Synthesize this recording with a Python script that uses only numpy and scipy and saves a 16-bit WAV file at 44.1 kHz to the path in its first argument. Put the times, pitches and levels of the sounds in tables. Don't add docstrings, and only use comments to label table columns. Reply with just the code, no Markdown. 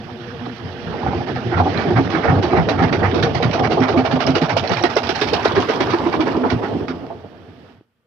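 import sys
import numpy as np
from scipy import signal
from scipy.fft import rfft, irfft, next_fast_len
from scipy.io import wavfile
from scipy.ndimage import uniform_filter1d

SR = 44100
rng = np.random.default_rng(int(sys.argv[2]) if len(sys.argv) > 2 else 0)


def wav_out(sig):
    wavfile.write(sys.argv[1], SR, np.round(np.clip(np.atleast_2d(sig).T, -1, 1) * 32767).astype(np.int16))


N = 355490

# start_s, level_db, thud_hz, ring_over_thud_db
KNOCKS = [(0.402, -31.5, 242.6, -11.5), (0.46, -29, 295, 3), (0.938, -28.5, 454, -4.5),
          (1.002, -31, 245, -6.5), (1.03, -24.5, 350, 11), (1.062, -19, 463, 6), (1.107, -30, 440, 9),
          (1.128, -23.5, 350, 0.5), (1.203, -26.5, 350, 6), (1.273, -33, 350, 6.5), (1.359, -32, 350, 7.5),
          (1.447, -26.5, 358, -10), (1.517, -19.5, 350, -1.5), (1.572, -19.5, 245, 1.5),
          (1.6, -13, 244, 18.5), (1.655, -17, 288, 7), (1.699, -28.5, 350, 7.5), (1.787, -44, 350, 7),
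          (1.893, -17.5, 362, -6), (1.974, -16, 270.4, -5), (2.124, -22.5, 328, -7),
          (2.244, -18.5, 452, -5.5), (2.28, -17, 235, 13.5), (2.318, -19, 269.5, 3.5),
          (2.426, -18.5, 353, -1.5), (2.508, -16.5, 360.2, -9.5), (2.531, -17, 350, 12),
          (2.581, -19.5, 257, 6.5), (2.698, -22.5, 285, -3.5), (2.792, -20, 255.5, 2),
          (2.921, -23.5, 352, -6), (2.81, -18, 257, -3), (3.017, -19, 451, -1.5), (3.057, -23, 350, 11.5),
          (3.146, -20, 350, 2.5), (3.2, -22, 257, -2), (3.228, -20.5, 470, -4.5), (3.265, -18.5, 257, 11.5),
          (3.346, -26, 350, 10.5), (3.398, -20.5, 473, -1.5), (3.425, -19.5, 250, 2), (3.535, -24, 350, 3),
          (3.594, -17.5, 257, 3.5), (3.642, -21, 257, 0.5), (3.717, -20, 343, 9.5), (3.77, -15, 354, 4.5),
          (3.803, -14, 257, -20), (3.887, -20.5, 373, 5.5), (3.935, -15.5, 350, 0), (3.97, -12, 257, -21.5),
          (4.048, -25, 257, 7.5), (4.125, -16, 257, -20), (4.204, -20.5, 499, 15.5), (4.252, -20, 388, 13),
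          (4.275, -13.5, 262.5, -7), (4.353, -19, 257, 7.5), (4.413, -15, 257, -4), (4.497, -27, 287, 4.5),
          (4.566, -12, 336, 21), (4.693, -21.5, 500, 9.5), (4.714, -17, 350, 11), (4.81, -21, 350, 16),
          (4.836, -11.5, 367, 3.5), (4.964, -11.5, 380, 6), (5.09, -17, 376, 1), (5.214, -15.5, 431, -5.5),
          (5.328, -15, 440, -7.5), (5.448, -10.5, 431, -8), (5.51, -22, 350, 7.5), (5.565, -10, 390.6, -9),
          (5.592, -19, 257, -9.5), (5.752, -27.5, 350, 9.5), (5.626, -23, 350, 10.5),
          (5.688, -14, 440, -15), (5.805, -16, 389.3, -6), (5.872, -24, 404.5, 14), (5.93, -12, 335, -4.5),
          (6.003, -25, 350, 12.5), (6.058, -13, 342, -4.5), (6.135, -19, 322, 9), (6.196, -15, 315.4, -6.5),
          (6.225, -25.5, 257, -22), (6.269, -25, 350, 11.5), (6.346, -20, 325, -5.5), (6.37, -23, 258, -24),
          (6.405, -22, 255, -20), (6.434, -18.5, 249.6, 2), (6.507, -18, 254.7, -7.5),
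          (6.621, -24, 377, -2), (6.741, -29, 236, -18), (6.797, -26.5, 374, -22),
          (6.881, -22.5, 257.6, -13), (7.035, -34, 350, 9), (7.1, -29.5, 350, 5.5), (7.24, -38.5, 440, -4)]
# time_s, rise_share of a knock's length
KNOCK_RISE = [(1, 0.21), (2, 0.37), (3, 0.1933), (4.4, 0.29), (4.6, 0.17), (5.1, 0.14), (5.4, 0.7),
              (6.2, 0.61), (7, 0.293)]
# time_s, pitch_hz
TUB_RING = [(1, 778), (3.5, 720), (4, 670), (5.1, 690), (5.45, 992), (6.4, 954), (7, 680)]
def tub_knocks(slow_ms=42.25, fast_ms=13.17, crossover_turns_per_s=7.1):
    s, db, thud_hz, ring_db = np.transpose(KNOCKS)
    ms = fast_ms + (slow_ms - fast_ms) / (1 + (spin(s)[0] / crossover_turns_per_s) ** 12)
    ms *= 2 ** (-.045 * np.clip(ring_db + 4, -6, 14))
    ring_hz = at_time(TUB_RING, s) * 2 ** (.05 * rng.standard_normal(len(s)))
    rise = np.clip(at_time(KNOCK_RISE, s) * 2 ** (-.18 * np.maximum(ring_db, 0)), .05, .9)
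    swing = .16 * gain_of(np.clip(-.6 * ring_db, -3, 9))
    return blows(np.transpose([s, db, ms, thud_hz, ring_hz, ring_db]), knock_spectrum, rise,
                 tail=.55, impact=4.9, grit_db=5, ripple_db=2, swings=swing)


def knock_spectrum(hz, thud_hz, ring_hz, ring_db):
    thud = .84 * body(hz) + 1.84 * mode(hz, thud_hz, 28.4 * (thud_hz / 257) ** 2.2)
    thud *= near(hz, thud_hz, np.clip(.94 + ring_db / 40, .3, .76))
    ring = (body(hz) + 2.9 * mode(hz, ring_hz, 45 * (ring_hz / 700) ** 6.6)) * near(hz, ring_hz, 1)
    return thud / np.linalg.norm(thud) + gain_of(ring_db) * ring / np.linalg.norm(ring)


# start_s, level_db, pitch_hz
BOOMS = [(0.454, -33, 120.4), (0.602, -33, 90.8), (0.847, -30.5, 158.2), (1.014, -35.5, 148.3),
         (1.306, -26.5, 126.5), (1.443, -22.5, 119.7), (1.551, -14.5, 92), (1.865, -21.5, 167),
         (1.945, -13, 118.6), (2.276, -14.5, 131.8), (2.559, -17, 161), (2.806, -15, 177.7),
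         (3.037, -16.5, 100.4), (3.229, -18.5, 129.3), (3.354, -20.5, 125), (3.446, -15, 122.3),
         (3.629, -18, 117.7), (3.797, -19, 116.3), (3.965, -19, 128.4), (4.129, -19.5, 136.4),
         (4.28, -17.5, 140), (4.424, -19, 152), (4.52, -21.5, 95.3), (4.7, -22.5, 177),
         (5.568, -19.5, 180.6), (6.351, -26, 111.8), (6.529, -19, 112.3), (6.727, -23.5, 100.8)]
def cabinet_booms(turn_share=.1905):
    def spectrum(hz, pitch_hz):
        return body(hz) * near(hz, 116, .74) + 1.3 * mode(hz, pitch_hz, 24) * near(hz, pitch_hz, .15)

    s, db, pitch_hz = np.transpose(BOOMS)
    ms = 1000 * turn_share / spin(s)[0]
    return blows(np.transpose([s, db, ms, pitch_hz]), spectrum, rises=.27,
                 tail=.49, impact=2.3, grit_db=-1, ripple_db=.5, swings=.06)


# start_s, level_db, treble_db
CLATTERS = [(1.123, -31, -24), (1.274, -31.5, -10.5), (1.358, -28, -9), (1.576, -23.5, -12.5),
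            (1.644, -25, -32.5), (1.786, -26, -13.5), (1.968, -16.5, -16), (2.1, -33.5, -1),
            (2.159, -23, -14.5), (2.25, -23.5, -13.5), (2.29, -24, -11), (2.324, -21, -21.5),
            (2.425, -28, -4), (2.532, -25.5, -13), (2.569, -20.5, -14.5), (2.687, -22, -3.5),
            (2.79, -23.5, -12), (2.82, -20, -11), (2.926, -22.5, -6), (3.046, -24, -12),
            (3.075, -21, -21.5), (3.143, -27, -4.5), (3.226, -20.5, -5.5), (3.346, -25, -3),
            (3.425, -22.5, -6), (3.53, -26, -4), (3.635, -22, -11), (3.708, -28.5, -1.5), (3.826, -23, -12),
            (3.882, -26, -6), (3.974, -23.5, -8.5), (4.05, -25, -8.5), (4.11, -27, -4.5),
            (4.203, -24.5, -4), (4.268, -25, -1.5), (4.352, -21, -4.5), (4.414, -24, -2),
            (4.494, -22.5, -5.5), (4.567, -23, 1), (4.635, -32, -6.5), (4.693, -25.5, -6.5),
            (4.714, -25, -1), (4.769, -24.5, -6), (4.837, -18, -2.5), (4.899, -30.5, -5.5),
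            (4.966, -19.5, -2.5), (5.03, -30, -4.5), (5.091, -20.5, -2.5), (5.148, -28.5, -4),
            (5.213, -19.5, -1.5), (5.27, -29.5, 0.5), (5.332, -20, -1.5), (5.446, -20, -6.5),
            (5.561, -24, -6.5), (5.685, -25, -5.5), (5.804, -21.5, -5.5), (5.895, -29.5, -2.5),
            (5.928, -26.5, -8.5), (6.123, -28, -6), (6.204, -28, -6.5), (6.264, -27.5, -10),
            (6.45, -36, -10.5), (6.501, -23, -4), (6.628, -31.5, -10), (6.882, -26.5, -5.5)]
# time_s, length_ms
LONGEST_CLATTER = [(1.4, 14), (2, 56), (6.5, 55), (6.7, 27.4)]
# time_s, force_share
DRAG = [(1.4, 0.065), (2, 0.19), (4.2, 1), (5, 0.44), (6.4, 0.38), (6.9, 0.57)]
def clatters(usual_ms=27, halvings_per_db=.24):
    s, db, treble_db = np.transpose(CLATTERS)
    ms = usual_ms * 2 ** (halvings_per_db * (spin(s)[1] - db))
    ms = np.clip(ms, 4, at_time(LONGEST_CLATTER, s))
    rise = np.maximum(.08 - .87 * (treble_db + 9), at_time(KNOCK_RISE, s) ** 3 + .05)
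    return blows(with_part_pitch(s, db, ms, treble_db), clatter_spectrum, rise,
                 tail=1, impact=.77, grit_db=1.5, ripple_db=2.5, drags=at_time(DRAG, s))


def with_part_pitch(s, db, ms, treble_db, low_hz=1320, high_hz=4500):
    height = np.clip(.6 * rng.random(len(s)) ** 1.86 + (treble_db + 11) / 30, 0, 1)
    return np.transpose([s, db, ms, treble_db, low_hz * (high_hz / low_hz) ** height])


# frequency_hz, gain_db
PARTS = [(700, -30), (1200, 1.5), (1800, -3.5), (2300, -5), (3200, -15), (4200, -15), (5600, -19.5),
         (15000, -31.5)]
# pitch_hz, gain_db
PANELS = [(1450, -4.5), (1900, -7), (2280, -2), (2900, -4.5), (3300, -1.5)]
def clatter_spectrum(hz, treble_db, part_hz):
    tilt_db = (treble_db + 8.5) * 1.22 * np.clip(np.log2((hz + 1) / 2200) / .51, 0, 1)
    panels = sum(gain_of(db) * mode(hz, f * (part_hz / 2400) ** .05, 45) for f, db in PANELS)
    resonances = 1 + .59 * mode(hz, part_hz, 220) + panels
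    tub = 3.24 * body(hz) * near(hz, 843, .3)
    return gain_of(at_frequency(PARTS, hz) + tilt_db) * resonances + tub


def small_rattles(count=140, per_turn=3.1, length_ms=9, end_s=6.5):
    t = np.linspace(SPIN[0][0], SPIN[-1][0], 700)
    drum_turns = np.cumsum(spin(t)[0]) * (t[1] - t[0])
    gap, weakness = rng.random((count, 2)).T
    s = np.interp(np.cumsum(-np.log(1 - gap)) / per_turn, drum_turns, t)
    speed, usual_db = spin(s)
    db = usual_db - 4 - 8 * weakness - 99 * (s >= end_s)
    rows = with_part_pitch(s, db, np.full(count, length_ms), treble_db=-21 + 2.5 * speed)
    return blows(rows, clatter_spectrum, rises=.25,
                 tail=1, impact=1.6, grit_db=-2.5, ripple_db=-4.5, size=2048)


# start_s, level_db, pitch_hz
PINGS = [(1.773, -32.5, 3990), (2.691, -31, 3780), (3.23, -27, 3800), (3.427, -29.5, 3780),
         (4.265, -28.5, 5150), (4.693, -34, 5500), (4.825, -34.5, 5700), (4.955, -34.5, 5436),
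         (5.203, -36, 5472), (5.334, -29.5, 4450)]
def metal_pings(length_ms=7.6, width_hz=260):
    def spectrum(hz, pitch_hz):
        return mode(hz, pitch_hz, width_hz) * near(hz, pitch_hz, .36)

    return blows([(s, db, length_ms, hz) for s, db, hz in PINGS], spectrum, rises=.22,
                 tail=.46, impact=2.2, grit_db=3.5, ripple_db=-4.5, size=2048)


# time_s, speed_turns_per_s, usual_clatter_db
SPIN = [(0.3, 1.43, -45), (1.3, 1.98, -32.5), (1.9, 3.14, -24.5), (2.6, 2.6, -25.5), (3.4, 5.73, -24.5),
        (4.2, 6.9, -24), (4.7, 7.7, -25), (5.5, 9.4, -24), (6.101, 7.6, -30.5), (6.502, 6.5, -33),
        (6.849, 7.2, -28), (6.95, 6.6, -55.5)]
def spin(s):
    times, speed, usual_db = np.transpose(SPIN)
    return np.interp(s, times, speed), np.interp(s, times, usual_db)


def blows(rows, spectrum, rises, tail, impact, grit_db, ripple_db, drags=0, swings=0, size=8192):
    out = np.zeros((2, N + size))
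    t, hz = np.arange(size) / SR, np.fft.rfftfreq(size, 1 / SR)
    shapes = [np.broadcast_to(v, len(rows)) for v in (rises, drags, swings)]
    noises = rng.standard_normal((len(rows), 4, size))
    for row, rise, drag, swing, (direct, diffuse, grit, parts) in zip(rows, *shapes, noises):
        start_s, level_db, ms, *tone = row
        length_s = ms / 1000
        attack = 1 - np.exp(-(t / length_s / rise) ** 2)
        decay = np.exp(-t / length_s / tail) + drag * np.exp(-(t / .04) ** 3)
        force = attack * decay * gain_of(grit_db * smooth(grit, 64))
        first_contact = np.arange(size) == round(rise * length_s * SR)
        impulse = impact * np.exp(-1.5 * rise) * np.sqrt(ms) * first_contact
        bounce = swing * np.cos(2 * np.pi * tone[0] * t + grit[0])
        ripple = gain_of(ripple_db * smooth(parts[:len(hz)], 24))
        drive = rfft((direct + impulse + bounce) * force)
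        spectra = ports(drive, rfft(diffuse * force), hz, start_s)
        pair = irfft(spectra * spectrum(hz, *tone) * ripple)
        power = uniform_filter1d(pair.mean(0) ** 2, max(round(length_s * SR), 1))
        start = max(round((start_s - .4036 * rise * length_s) * SR), 0)
        out[:, start:start + size] += pair * gain_of(level_db) / np.sqrt(power.max())
    return out[:, :N]


# pitch_hz, width_hz, gain_db
BODY_MODES = [(97, 48, 0), (124, 67, -4.5), (164.4, 19.5, 2), (257, 25, 3), (350, 39, -1.5), (440, 31.3, 4),
              (574, 287, -5), (690, 35, 1.5), (757, 36, -6.5), (915, 86, -2), (961, 120, -6),
              (1212, 160, -8)]
def body(hz):
    return sum((-1) ** k * gain_of(db) * mode(hz, f, w) for k, (f, w, db) in enumerate(BODY_MODES))


# time_s, rumble_db, drone_db, ring_db, whirr_db, left_treble_db
RUNNING = [(0, -34, -42, -42, -39, -17), (.75, -37, -40, -39.5, -36.5, -15),
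           (1.099, -23.5, -29, -28.5, -33.5, -16), (1.4, -38.5, -31.5, -35.5, -33.5, -16),
           (1.701, -25.5, -23.5, -28.5, -29, -16), (2.399, -21.5, -22.5, -22, -32.5, -15.5),
           (3.2, -20.5, -22.5, -25.5, -31.5, -16.5), (4.202, -30, -30, -19.5, -32, -15),
           (5.05, -32.5, -30, -29.5, -29.5, -15.5), (5.498, -27, -25, -23.5, -26, -7.5),
           (6.1, -32, -24, -24.5, -28.5, -11.5), (6.698, -32, -22, -28, -34.5, -13.5),
           (6.97, -31.5, -28.5, -36, -40.5, -9.5), (7.301, -42.5, -44.5, -47.5, -47.5, -11),
           (7.71, -47.5, -46, -52.5, -47.5, -9), (7.8, -53.5, -63, -63.5, -59.5, -5),
           (7.87, -70, -76, -78.5, -72.5, -0.5)]
# frequency_hz, gain_db
WHIRR = [(700, -27.5), (1200, -1), (1500, 1.5), (1800, 1), (2050, -3.5), (2500, -4.5), (3200, -4.5),
         (3900, -10.5), (4700, -12), (5600, -16), (15000, -15)]
# time_s, gain_db
TOP_TREBLE = [(3.8, -4.5), (5.2, 6), (5.9, 7), (6.6, 7.5)]
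def running_noise():
    frames, hz = N // 128 + 9, np.fft.rfftfreq(1024, 1 / SR)[:, None]
    t = np.arange(frames) * 128 / SR
    turning = t < 7
    a, b, c, d, patches = rng.standard_normal((frames, 513, 5)).T
    patches = uniform_filter1d(uniform_filter1d(patches, 14, 0), 12, 1)
    patch_db = np.interp(hz, [800, 3000], [2.9, 1.6]) * np.where(turning, 1, .5) * patches / patches.std()
    rumble, drone, ring = (abs(body(hz)) * near(hz, *band) for band in [(110, .44), (320, .63), (850, 1)])
    ring = ring / np.linalg.norm(ring) + .25 * abs(mode(hz, at_time(TUB_RING, t), 120))
    whirr = gain_of(at_frequency(WHIRR, hz) + at_time(TOP_TREBLE, t) * (hz > 7000))
    rumble_db, drone_db, ring_db, whirr_db = (at_time(RUNNING, t, column) for column in (1, 2, 3, 4))
    whirr_db += 1.1 * smooth(rng.standard_normal(frames), 3) * turning
    lifted = np.minimum(sum(np.exp(-((t - s + .017) / .0062) ** 2) for s, *_ in CLATTERS), 1)
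    layers = [(rumble, rumble_db), (drone, drone_db),
              (ring, ring_db - 12 * lifted), (whirr, whirr_db - 6.9 * lifted)]
    power = sum((gain_of(db) * shape / np.linalg.norm(shape, axis=0)) ** 2 for shape, db in layers)
    spectra = ports(a + 1j * b, c + 1j * d, hz, t) * np.sqrt(power) * gain_of(patch_db)
    return 1.673 * signal.istft(spectra, nperseg=1024, noverlap=896)[1][:, :N]


# time_s, relative_db
HUM_FADE = [(6.503, 1.3), (7.2, -16.5), (7.72, -17.5), (7.82, -40)]
HUM_HZ, HUM = 118.6, [-42, -42, -46, -46, -54.5, -58, -63, -61.5]
def motor_hum():
    t = np.arange(N) / SR
    tones = np.zeros(N)
    for k, db in enumerate(HUM, start=1):
        waver = smooth(rng.standard_normal(N), 1600)
        tones += gain_of(db + 2.5 + 5.8 * waver) * np.sin(2 * np.pi * k * HUM_HZ * t + 1.93 * waver)
    return tones * gain_of(.97 * at_time(HUM_FADE, t))


def dull_tick(start_s=7.8105, level_db=-33, pitch_hz=330):
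    t = np.maximum(np.arange(N) / SR - start_s, 0)
    return gain_of(level_db) * np.sin(2 * np.pi * pitch_hz * t) * np.exp(-pitch_hz * t)


# frequency_hz, coherence_ratio (capped at 1)
COHERENCE = [(60, 5.5), (150, 0.5), (260, 0.75), (760, 0.77), (1200, 0.25), (1800, 0.24)]
# frequency_hz, left_over_right_db
SHADE = [(60, -1), (760, -2.5), (1170, -7.5), (1790, -19.5), (2730, -16.5), (6380, -38.5), (9000, -22)]
def ports(direct, diffuse, hz, s, usual_treble_db=-16):
    coherence = np.clip(at_frequency(COHERENCE, hz), -1, 1)
    lift_db = (at_time(RUNNING, s, column=5) - usual_treble_db) * np.clip(np.log2((hz + 1) / 700), 0, 1)
    lag = np.exp(-.5j * np.clip(hz / 260, 0, 1))
    left = coherence * direct + np.sqrt(1 - coherence ** 2) * diffuse
    return np.array([left * lag * gain_of(at_frequency(SHADE, hz) + lift_db), direct])


def mode(hz, centre_hz, width_hz):
    return 1 / (1 + 2j * (hz - centre_hz) / width_hz)


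def near(hz, centre_hz, octaves):
    return np.exp(-.5 * (np.log2((hz + 1) / centre_hz) / octaves) ** 2)


def smooth(noise, size):
    noise = uniform_filter1d(uniform_filter1d(noise, size), size)
    return noise / noise.std()


def gain_of(db):
    return 10 ** (np.asarray(db) / 20)


def at_time(table, s, column=1):
    columns = np.transpose(table)
    return np.interp(s, columns[0], columns[column])


def at_frequency(table, hz):
    f, value = np.transpose(table)
    return np.interp(np.log(hz + 1), np.log(f + 1), value)


def scene():
    impacts = cabinet_booms() + tub_knocks() + clatters() + small_rattles() + metal_pings()
    return impacts + running_noise() + motor_hum() + dull_tick()


# frequency_hz, gain_db
MICROPHONE = [(25, -17.5), (55, -15.5), (90, -2.5), (5600, 2), (6300, -8), (7200, -21.5), (9000, -29),
              (15000, -31)]
def record(dry, hiss_db=-70, cutoff_hz=15500):
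    size = next_fast_len(N + 4096)
    response = gain_of(at_frequency(MICROPHONE, np.fft.rfftfreq(size, 1 / SR)))
    heard = irfft(rfft(dry, size) * response, size)[:, :N]
    heard = np.tanh(heard / .91)
    fade_db = .35 * at_time(HUM_FADE, np.arange(N) / SR)
    heard += gain_of(hiss_db + fade_db) * rng.standard_normal((N, 2)).T
    lowpass = signal.firwin(1023, cutoff_hz, window=("kaiser", 12), fs=SR)
    return signal.oaconvolve(heard, lowpass[None], "same")


dry = scene()
out = record(dry)
wav_out(out)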